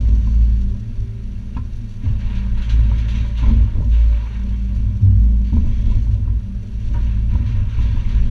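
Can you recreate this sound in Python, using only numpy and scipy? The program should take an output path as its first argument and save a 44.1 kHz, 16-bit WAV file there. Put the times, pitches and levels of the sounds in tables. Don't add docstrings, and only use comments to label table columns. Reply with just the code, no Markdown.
import sys
import numpy as np
from scipy import signal
from scipy.fft import rfft, irfft
from scipy.io import wavfile
from scipy.ndimage import uniform_filter1d, minimum_filter1d

SR = 44100
rng = np.random.default_rng(int(sys.argv[2]) if len(sys.argv) > 2 else 0)


def dump(signal):
    limited = np.clip(np.atleast_2d(signal).T, -1, 1)
    pcm = np.round(limited * 32767).astype(np.int16)
    wavfile.write(sys.argv[1], SR, pcm)


N = 366030
TIME = np.arange(N) / SR


def amp(db):
    return 10 ** (np.asarray(db) / 20)


def unit(x):
    return x / np.sqrt(np.mean(x ** 2) + 1e-20)


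def noise():
    return rng.standard_normal(N)


def curves(rows):
    start_s, *columns = np.transpose(rows)
    return [np.interp(TIME, start_s, column) for column in columns]


def colour(x, points, peaks=()):
    hz = np.fft.rfftfreq(N, 1 / SR)
    point_hz, point_db = np.transpose(points)
    shape_db = np.interp(np.log(hz + 1), np.log(point_hz), point_db)
    shape_db = shape_db - 40 * np.maximum(np.log(point_hz[0] / (hz + 1)), 0)
    shape_db = shape_db - 40 * np.maximum(np.log((hz + 1) / point_hz[-1]), 0)
    for centre_hz, width_hz, lift_db in peaks:
        shape_db = shape_db + lift_db / (1 + (2 * (hz - centre_hz) / width_hz) ** 2)
    return unit(irfft(rfft(x) * amp(shape_db), N))


def wander(rate_hz):
    hz = np.fft.rfftfreq(N, 1 / SR)
    hz = hz[:np.searchsorted(hz, 2000)]
    chance = rng.standard_normal(len(hz)) + 1j * rng.standard_normal(len(hz))
    return unit(irfft(chance / (1 + (hz / rate_hz) ** 4), N))


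def held(start_s, length_s, rise_s, fade_s):
    age_s = TIME - start_s
    return np.clip(age_s / rise_s, 0, 1) * np.exp(-np.maximum(age_s - length_s, 0) / fade_s)


def steadied(x, size):
    power = uniform_filter1d(uniform_filter1d(x ** 2, size), size)
    return x / np.sqrt(power + 1e-6)


def add(mix, start_s, sound):
    part = mix[max(round(start_s * SR), 0):][:len(sound)]
    part += sound[:len(part)]


def order_tone(turns, multiple, rough, waver_hz):
    phase = 2 * np.pi * (multiple * turns + rng.random())
    in_phase = (1 + rough * wander(waver_hz)) * np.cos(phase)
    return unit(in_phase + rough * wander(waver_hz) * np.sin(phase))


def shifting(x, depth_db, width_hz, rate_hz):
    hz, t, z = signal.stft(x, SR, nperseg=512, noverlap=384)
    field = rng.standard_normal((len(t), len(hz))).T
    across = np.fft.fftfreq(len(hz), hz[1])[:, None]
    along = np.fft.fftfreq(len(t), t[1])
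    smoothing = np.exp(-(across * width_hz) ** 2 - (along / rate_hz) ** 2)
    patches = unit(np.fft.ifft2(np.fft.fft2(field) * smoothing).real)
    shifted = signal.istft(z * amp(depth_db * patches), SR, nperseg=512, noverlap=384)[1]
    return unit(shifted[:N])


def ring(modes, clatter_s, tilt_db=0, spread=0.03, sag=0):
    t = np.arange(SR // 2) / SR
    blow = rng.standard_normal(len(t)) * np.exp(-t / clatter_s)
    rise_s = 0.011
    stretched = t - sag * rise_s * (1 - np.exp(-t / rise_s))
    sound = np.zeros(len(t))
    for hz, level_db, t60_s in modes:
        detuned_hz = hz * (1 + spread * (2 * rng.random() - 1))
        swell = 1 - np.exp(-hz * t)
        mode = np.sin(2 * np.pi * detuned_hz * stretched) * swell * amp(-60 * t / t60_s)
        rung = signal.fftconvolve(blow, mode)[:len(t)]
        sound += amp(level_db + tilt_db * np.log2(hz / modes[0][0])) * rung / abs(rung).max()
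    return sound / np.sqrt(uniform_filter1d(sound ** 2, size=441).max())


# time_s, turns_per_s
CRANK_SPEED = [(0.0, 27.7), (0.95, 27.9), (1.3, 27.6), (1.6, 27.8), (2.7, 27.55), (3.3, 27.75), (4.0, 27.6),
               (4.75, 27.8), (5.4, 27.7), (6.55, 27.5), (7.6, 27.7), (8.29, 27.6)]


def crankshaft():
    return np.cumsum(curves(CRANK_SPEED)[0]) / SR


# time_s, level_db
FIRING_BOOM = [(0.0, -13.5), (0.14, -10), (0.24, -17.5), (0.44, -10.5), (0.72, -22), (0.88, -42),
               (1.02, -23.5), (1.14, -33), (1.24, -26.5), (1.4, -29.5), (1.62, -29.5), (1.95, -42),
               (2.1, -25.5), (2.62, -19.5), (2.68, -20.5), (2.75, -10.5), (2.92, -15.5), (3.05, -18.5),
               (3.28, -20.5), (3.62, -10.5), (3.74, -25.5), (3.94, -10), (4.18, -14.5), (4.31, -28),
               (4.4, -20), (4.86, -18), (4.98, -27), (5.06, -20.5), (5.22, -8), (5.4, -14.5), (5.66, -28.5),
               (5.82, -15.5), (5.94, -20), (6.03, -13.5), (6.15, -21.5), (6.36, -15), (6.46, -31.5),
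               (6.57, -25), (6.68, -42), (6.76, -21.5), (6.83, -31), (6.9, -20.5), (7.08, -15.5),
               (7.72, -26), (7.82, -15), (8.06, -33), (8.16, -15), (8.29, -21.5)]
# time_s, level_db
DOUBLE_FIRING = [(0.0, -32), (0.28, -29), (0.9, -31.5), (1.1, -29.5), (1.47, -39.5), (1.65, -31.5),
                 (1.9, -33), (2.8, -26.5), (3.4, -33), (4.45, -34.5), (5.2, -30.5), (5.9, -37),
                 (6.12, -26.5), (6.42, -35), (6.6, -32.5), (6.7, -38), (6.85, -27.5), (7.12, -26),
                 (8.29, -29)]
# multiple_of_crank_speed, level_db
WEAK_ORDERS = [(1, -32.5), (3, -51.5), (3.5, -36), (5, -60), (8, -46.5), (8.5, -47.5), (12, -64.5),
               (16, -67.5)]
THROB_DB, THROB_HZ = 0.56, 15


def engine(turns):
    firing_db = curves(FIRING_BOOM)[0] + THROB_DB * wander(THROB_HZ)
    boom = amp(firing_db) * order_tone(turns, 2, rough=0.1, waver_hz=6)
    double = amp(curves(DOUBLE_FIRING)[0]) * order_tone(turns, 4, rough=0.34, waver_hz=6.2)
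    weak = sum(amp(level_db) * order_tone(turns, multiple, rough=0.72, waver_hz=5.8)
               for multiple, level_db in WEAK_ORDERS)
    return boom + double + weak


# time_s, level_db
PUMP_HUM = [(0.0, -38), (0.25, -32), (0.45, -35.5), (0.68, -30.5), (0.9, -42.5), (1.07, -49), (1.34, -38.5),
            (1.55, -41), (1.8, -47), (2.05, -39), (2.45, -33.5), (2.62, -34.5), (2.73, -53), (2.86, -36.5),
            (3.3, -38.5), (3.76, -42.5), (3.94, -53), (4.24, -50.5), (4.38, -34), (4.7, -33.5), (5.05, -33),
            (5.25, -28.5), (5.5, -32), (5.85, -40), (6.3, -54.5), (6.4, -41), (6.5, -32), (6.74, -42.5),
            (7.16, -34.5), (7.55, -42.5), (7.86, -44.5), (8.29, -36)]
# time_s, second_harmonic_db, third_harmonic_db
PUMP_HARMONICS = [(0.0, -61.5, -67), (0.6, -60, -61.5), (0.95, -56, -71), (1.5, -56, -70), (1.85, -66, -74),
                  (2.35, -63, -66), (2.9, -59.5, -59), (4.1, -64, -53.5), (4.5, -63.5, -62.5),
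                  (6.25, -67, -70.5), (6.55, -59.5, -69), (7.1, -62.5, -60), (8.29, -67, -65.5)]


def pump(turns):
    strokes = 7
    hum = amp(curves(PUMP_HUM)[0]) * order_tone(turns, strokes, rough=0.15, waver_hz=7)
    overtones = sum(amp(level_db) * order_tone(turns, k * strokes, rough=1.0, waver_hz=6.4)
                    for k, level_db in enumerate(curves(PUMP_HARMONICS), 2))
    return hum + overtones


# start_s, length_s, floor_db, sway_db, panel_db
CAB_JOLTS = [(-.02, 0.16, -19, -29, -33), (0.19, 0.56, -31, -25, -41), (0.963, 0.067, -27, -21, -54),
             (1.543, 0.039, -36, -27, -38), (1.707, 0.07, -33, -23.5, -52), (2.027, 0.15, -21.5, -22, -36),
             (2.238, 0.43, -36.5, -21.5, -44.5), (2.722, 0.13, -21.5, -25, -33.5),
             (2.874, 0.13, -26.5, -32, -35), (3.114, 0.077, -23, -27.5, -36.5),
             (3.445, 0.082, -22.5, -15.5, -25.5), (3.546, 0.064, -15.5, -21, -32),
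             (3.726, 0.09, -20.5, -18.5, -29.5), (4.423, 0.094, -30, -34, -40),
             (4.675, 0.27, -23, -30, -37.5), (5.008, 0.11, -12, -28.5, -31.5),
             (5.185, 0.22, -36.5, -34, -35), (5.513, 0.072, -17, -13.5, -29.5),
             (5.629, 0.078, -26, -16.5, -30.5), (5.76, 0.12, -22.5, -20.5, -33),
             (5.855, 0.14, -16.5, -16.5, -34), (6.078, .24, -23, -28.5, -36.5),
             (6.517, 0.059, -43, -29, -56), (6.83, 0.45, -31.5, -22.5, -42),
             (7.293, 0.15, -21, -25.5, -33.5), (7.512, 0.12, -19, -18.5, -35.5),
             (7.758, 0.23, -20, -19, -34), (8.04, 0.11, -25, -15.5, -36), (8.19, 0.12, -21.5, -12.5, -31)]
JOLT_RISE_S, JOLT_FADE_S = 0.024, 0.081
REST_FLOOR_DB, REST_SWAY_DB, REST_PANEL_DB = -43, -32, -45


def shaking():
    rest = amp([[REST_FLOOR_DB], [REST_SWAY_DB], [REST_PANEL_DB]])
    power = rest ** 2 * np.ones(N)
    for start_s, length_s, *levels_db in CAB_JOLTS:
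        power += np.outer(amp(levels_db), held(start_s, length_s, JOLT_RISE_S, JOLT_FADE_S)) ** 2
    return 10 * np.log10(power)


# pitch_hz, density_db
SWAY_COLOUR = [(8, -22.5), (17, -11.5), (23, 5.5), (27, 0), (32, -7), (38, -1), (44, -10), (52, -12),
               (70, -35.5)]
# pitch_hz, density_db
FLOOR_COLOUR = [(45, -32.5), (60, -11.5), (72, -2), (82, -19), (96, -0.5), (104, -5), (118, -14.5),
                (135, -27.5), (170, -50)]
# pitch_hz, density_db
PANEL_COLOUR = [(105, -27.5), (130, -2), (150, -4), (175, -7.5), (215, 0), (236, 2), (265, -11),
                (310, -16.5), (380, -22.5), (440, -21), (495, -31), (590, -22), (720, -40.5), (1000, -30),
                (1600, -65.5)]
AIR_MODE_HZ = 97.02


def cab(turns):
    floor_db, sway_db, panel_db = shaking()
    jolts = rng.standard_normal((3, N)) * (rng.random((3, N)) < 2000 / SR)
    buzz = 1 + .3 * np.cos(2 * np.pi * 2 * turns)
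    sway = amp(sway_db) * steadied(colour(jolts[0], SWAY_COLOUR), size=12000)
    drum = steadied(colour(jolts[1], FLOOR_COLOUR), size=2500)
    drone = order_tone(AIR_MODE_HZ * TIME, 1, rough=0.42, waver_hz=6.0)
    ringing = np.clip((floor_db + 26) / 11, 0, .88)
    floor = amp(floor_db) * (np.sqrt(ringing) * drone + np.sqrt(1 - ringing) * drum)
    panels = amp(panel_db) * steadied(colour(jolts[2] * buzz, PANEL_COLOUR), size=2500)
    return sway + floor + panels


# start_s, length_s, level_db, brightness_db (added to the bright half, taken off the dull)
OIL_STROKES = [(-.05, 0.55, -57, -3), (2.003, 0.087, -50, -2), (2.175, 0.23, -46, -2),
               (2.537, 0.72, -45.5, 0), (3.339, 0.16, -43, 1.5), (3.596, 0.067, -52.5, -6.5),
               (3.89, 0.11, -46.5, 1.5), (4.074, 0.28, -48, -3), (4.446, 0.35, -56, 0.5),
               (5.412, 0.35, -55, 2.5), (5.662, 0.28, -53, 3), (6.77, 0.28, -57, 3),
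               (6.975, 0.15, -49.5, -2), (7.274, .34, -49, -3), (7.671, 0.5, -46, -0.5),
               (8.205, .1, -55, 1)]
STROKE_RISE_S, STROKE_FADE_S, IDLE_FLOW_DB = 0.04, 0.14, -61


def flow(side):
    power = amp(IDLE_FLOW_DB) ** 2
    for start_s, length_s, level_db, brightness_db in OIL_STROKES:
        opening = held(start_s, length_s, STROKE_RISE_S, STROKE_FADE_S)
        power = power + (amp(level_db + side * brightness_db) * opening) ** 2
    return np.sqrt(power)


# pitch_hz, density_db
RUSH_COLOUR = [(250, -11.5), (420, 1.5), (600, -2), (740, -10.5), (980, 3), (1220, -3), (1700, -1.5),
               (2800, -1.5), (3800, -3.5), (4500, -8.5), (5100, -18.5), (6000, -11.5), (8000, -31),
               (14000, -47)]
# pitch_hz, width_hz, lift_db
CAB_PEAKS = [(586, 55, 0.5), (940, 160, 4.5), (1555, 300, 4), (1854, 42, 4.5), (2328, 180, 4.5),
             (2740, 120, 5.5), (3260, 90, 3.5), (4000, 64, -5), (4500, 100, 3), (6060, 220, 3.5)]


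def oil_rush(turns):
    ripple = 1 + 0.036 * np.cos(2 * np.pi * 2 * turns)
    turbulence = colour(noise() * ripple * amp(1.0 * wander(45)), RUSH_COLOUR, CAB_PEAKS)
    rush = shifting(turbulence, depth_db=1.5, width_hz=660, rate_hz=23)
    dull = signal.sosfiltfilt(signal.butter(2, 1800, fs=SR, output="sos"), rush)
    return flow(-1) * dull + amp(-1.0) * flow(0.86) * (rush - dull)


# time_s, level_db
VALVE_LEVEL = [(0.0, -56), (0.42, -58), (0.88, -63.5), (2.18, -62), (3.3, -66), (3.62, -69), (3.84, -60.5),
               (5.36, -63.5), (5.54, -60.5), (6.0, -57.5), (6.28, -69.5), (6.9, -58), (7.4, -65),
               (8.29, -59.5)]
# pitch_hz, density_db
VALVE_COLOUR = [(1200, -19.5), (2500, -5), (3900, 0), (4550, -1), (5050, -15.5), (5600, 1), (6100, -3),
                (6600, -7), (8000, -14.5), (10000, -25.5), (14000, -38.5)]


def valve_hiss():
    hiss = colour(noise() * amp(3.0 * wander(60)), VALVE_COLOUR, CAB_PEAKS)
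    return amp(curves(VALVE_LEVEL)[0]) * hiss


# pitch_hz, density_db
FAN_COLOUR = [(150, -7.5), (380, 8), (490, -2), (590, 1.5), (740, -7.5), (980, -11), (1250, -8.5),
              (3000, -11.5), (5000, -17.5), (8000, -29), (10500, -25.5), (12500, -30.5), (15500, -48)]


def fan():
    return amp(-55.0) * colour(noise(), FAN_COLOUR, CAB_PEAKS)


def reflected(x, count=24):
    delay, sign = rng.random((count, 2)).T
    taps = np.zeros(SR // 20)
    taps[0] = 1
    places = (len(taps) * (.04 + .95 * delay)).astype(int)
    taps[places] = np.sign(sign - .5) * amp(-17 - 12 * delay)
    return signal.oaconvolve(x, taps / np.linalg.norm(taps))[:N]


# start_s, length_s, pitch_hz, peak_db
VALVE_WHISTLES = [(0.0, 0.49, 6120, -64.5), (0.1, 0.65, 4490, -62), (0.55, 0.23, 362, -47.5),
                  (2.685, 0.065, 4000, -47), (2.965, 0.05, 3310, -50), (5.4, .16, 4500, -62),
                  (5.378, 0.58, 6100, -66.5), (5.677, .38, 3290, -58), (5.78, .28, 2194, -56.5),
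                  (6.35, .8, 4480, -73), (6.861, 0.22, 317, -44), (7.86, 0.18, 3480, -56)]


def whistles():
    out = np.zeros(N)
    for start_s, length_s, pitch_hz, peak_db in VALVE_WHISTLES:
        t = np.arange(int(length_s * SR)) / SR
        drift = np.cumsum(rng.standard_normal(len(t))) * np.sqrt(2 * np.pi * 22 / SR)
        tone = np.sin(2 * np.pi * pitch_hz * t + drift)
        add(out, start_s, amp(peak_db) * tone * signal.windows.tukey(len(t), .7))
    return out


# pitch_hz, level_db, t60_s
GRIT_SPOTS = [(900, -13, 0.027), (1510, -5, 0.016), (1834, -3.5, 0.02), (2330, -1.5, 0.033),
              (2740, 1, .025), (3220, -4, 0.013), (3560, -2.5, 0.016), (4000, -4, 0.015)]
GRIT_PER_S, GRIT_SPREAD_DB, GRIT_DB = 500, 3, -8.5


def grit():
    chance, size, spot = rng.random((3, N))
    size_db = GRIT_SPREAD_DB * np.minimum(-np.log(1 - size), 3.5)
    hits = (chance < GRIT_PER_S / SR) * amp(size_db)
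    spots = GRIT_SPOTS * 3
    which = (spot * len(spots)).astype(int)
    t = np.arange(SR // 20) / SR
    out = np.zeros(N)
    for k, (pitch_hz, level_db, t60_s) in enumerate(spots):
        detuned_hz = pitch_hz * (1 + .07 * (2 * rng.random() - 1))
        tick = amp(level_db - 60 * t / t60_s) * np.sin(2 * np.pi * detuned_hz * t)
        out += signal.oaconvolve(hits * (which == k), tick)[:N]
    return amp(GRIT_DB) * flow(0) * unit(out)


# pitch_hz, level_db
WHINE_TONES = [(8781, -79.5), (11688, -94), (11718, -93), (14625, -95)]


def whine():
    return sum(amp(level_db) * unit(np.sin(2 * np.pi * pitch_hz * TIME)) for pitch_hz, level_db in WHINE_TONES)


# start_s, clank_db, thud_before_mounts_db, brightness_db_per_octave, clatter_s
BUCKET_KNOCKS = [(0.271, -42, -26, -12, 0.0042), (1.566, -34.5, -22, 8, 0.0014),
                 (1.576, -39.5, -42, -15, 0.0033), (2.039, -61, -20.5, -3, 0.025),
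                 (2.914, -37, -38, -15, 0.0018), (3.427, -37.5, -18, 0, 0.0085),
                 (3.439, -40.5, -17.5, -18, 0.011), (3.469, -44, -25, 10, 0.0046),
                 (3.489, -41, -20.5, -8, 0.011), (3.818, -46, -23.5, -4, 0.009),
                 (5.528, -42.5, -13, -3, 0.005), (5.566, -40, -21.5, -8, 0.008),
                 (5.918, -45, -40.5, -14.5, .0041), (6.068, -49, -21.5, -12, 0.0021),
                 (6.274, -45.5, -25.5, -6, 0.0045), (7.351, -38, -16, -15, 0.0042),
                 (7.568, -47, -36, 8, .004), (7.788, -42, -33, 6, .004), (7.964, -45, -34, -16, 0.005)]
# pitch_hz, level_db, t60_s
STEEL_MODES = [(564, -11.5, 0.058), (790, -12, 0.018), (934, -2, 0.06), (984, 3, .08), (1028, -8.5, 0.31),
               (1043, 1, 0.07), (1335, -7, 0.12), (1710, -10.5, .06), (2280, -20, 0.07),
               (2600, -17.5, 0.044), (2830, -21, 0.041), (3380, -28.5, .04)]
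# pitch_hz, level_db, t60_s
THUD_MODES = [(74.6, 4, 0.52), (95, 0, 0.047), (134, -13, 0.48), (220, -6, 0.12), (242.8, -7, 0.14)]


def knocks():
    clanks, thuds = np.zeros((2, N))
    for start_s, clank_db, thud_db, brightness_db, clatter_s in BUCKET_KNOCKS:
        add(clanks, start_s, amp(clank_db) * ring(STEEL_MODES, clatter_s, brightness_db, sag=0.0361))
        add(thuds, start_s - .008, amp(thud_db) * ring(THUD_MODES, clatter_s, spread=0.058))
    mounts = signal.butter(4, 265, fs=SR, output="sos")
    return clanks + signal.sosfilt(mounts, thuds)


# start_s, level_db
METAL_TINKS = [(1.547, -49.5)]
# pitch_hz, level_db, t60_s
TINK_MODES = [(2800, 6, 0.046), (1740, -5, .05)]


def tinks():
    out = np.zeros(N)
    for start_s, level_db in METAL_TINKS:
        add(out, start_s, amp(level_db) * ring(TINK_MODES, clatter_s=.003))
    return out


# start_s, level_db, shaking_s
PANEL_BLOWS = [(1.561, -26, 0.0045), (3.507, -19, 0.0065), (5.532, -22.5, .006), (5.568, -19.5, .005)]
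# pitch_hz, level_db, t60_s
DRUM_MODES = [(235, 4, 0.19), (219.7, -2, 0.21), (337, -19, .07), (438, -20.5, 0.21)]


def panel():
    out = np.zeros(N)
    for start_s, level_db, shaking_s in PANEL_BLOWS:
        add(out, start_s, amp(level_db) * ring(DRUM_MODES, shaking_s, spread=.015))
    return out


# start_s, level_db, decay_s
KNOCK_CRACKS = [(1.563, -43, .004), (1.572, -42, 0.0067), (1.596, -51, .008), (6.938, -50, .03)]
# pitch_hz, density_db
CRACK_COLOUR = [(400, -4), (720, -14), (920, 2), (1400, 4), (1700, 2), (2000, -4), (2400, 5), (3000, -5.5),
                (4500, -12.5), (7000, -34)]


def cracks():
    level = sum(amp(level_db) * held(start_s, 0, .001, decay_s)
                for start_s, level_db, decay_s in KNOCK_CRACKS)
    return level * colour(noise() * amp(2.7 * wander(500)), CRACK_COLOUR)


# start_s, spit_db, surge_db, decay_s
VALVE_SPURTS = [(1.757, -59.5, -74, .038), (1.89, -64, -62, 0.095), (2.35, -63, -46, 0.045),
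                (2.574, -61, -48, 0.02), (2.62, -59, -44, 0.055), (2.694, -57, -38, 0.048),
                (2.98, -59, -43, 0.042), (3.082, -55.5, -40.5, 0.061), (3.15, -68, -44, 0.096),
                (3.263, -60, -68, .045), (3.375, -56, -44, 0.039), (3.81, -63.5, -64.5, 0.036),
                (4.75, -60, -61, 0.054), (6.02, -58.5, -75, 0.034), (6.11, -62, -55, 0.047),
                (7.46, -77, -47.5, 0.089), (7.805, -59, -46, 0.059), (8.09, -62, -45.5, 0.051)]
# pitch_hz, density_db
SPIT_COLOUR = [(1500, -8), (2800, -6), (4200, 14.5), (5100, 0.5), (6000, 10.5), (7300, 2.5), (8500, -8),
               (9900, 3), (11500, -6.5), (13500, -12.5), (15500, -25)]
# pitch_hz, density_db
SURGE_COLOUR = [(500, -16), (1000, -8), (1700, -3), (2300, -1), (2900, 1), (3900, 0.5), (4600, -8),
                (5100, -12), (6000, -8.5), (8000, -26), (14000, -45)]


def spurts():
    levels = np.zeros((2, N))
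    for start_s, spit_db, surge_db, decay_s in VALVE_SPURTS:
        age_s = np.maximum(TIME - start_s, 0)
        envelope = (1 - np.exp(-age_s / 0.00053)) * np.exp(-(age_s / decay_s) ** 2)
        levels += np.outer(amp([spit_db, surge_db]), envelope)
    spit = colour(noise() * amp(2.2 * wander(250)), SPIT_COLOUR, CAB_PEAKS)
    surge = shifting(colour(noise(), SURGE_COLOUR, CAB_PEAKS), depth_db=2.0, width_hz=400, rate_hz=22)
    return levels[0] * spit + levels[1] * surge


# start_s, level_db, decay_s
TEETH_SCRAPES = [(6.94, -39, 0.026), (6.957, -41.5, 0.014), (6.971, -45, 0.013)]
# pitch_hz, level_db, t60_s
SHEET_MODES = [(470, -7, 0.042), (586, -3, 0.039), (970, 2.5, 0.09), (1220, -2, 0.029), (1480, -3.5, 0.077),
               (1610, -3, 0.059), (1793, -7, .04), (2240, -12, 0.039), (2890, -12, 0.055)]


def scrapes():
    out = np.zeros(N)
    for start_s, level_db, decay_s in TEETH_SCRAPES:
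        add(out, start_s, amp(level_db) * ring(SHEET_MODES, decay_s))
    return out


def scene():
    turns = crankshaft()
    machine = engine(turns) + pump(turns) + cab(turns)
    hiss = reflected(oil_rush(turns) + valve_hiss() + fan() + spurts())
    blows = knocks() + tinks() + panel() + cracks() + scrapes()
    return (machine + hiss + whistles() + grit() + blows)[None]


def record(dry):
    ceiling, edge_hz, fade_s = .76, 15700, .012
    headroom = np.minimum(ceiling / (abs(dry) + 1e-9), 1)
    lowest = minimum_filter1d(headroom, size=1400)
    gain = uniform_filter1d(uniform_filter1d(lowest, size=700), size=700)
    to_end_s = np.minimum(TIME, TIME[-1] - TIME)
    fade = np.sin(np.pi / 2 * np.minimum(to_end_s / fade_s, 1)) ** 2
    lowpass = signal.firwin(511, edge_hz, window=("kaiser", 9), fs=SR)[None]
    return signal.oaconvolve((dry * gain + whine()) * fade, lowpass, "same")


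dry = scene()
out = record(dry)
dump(out)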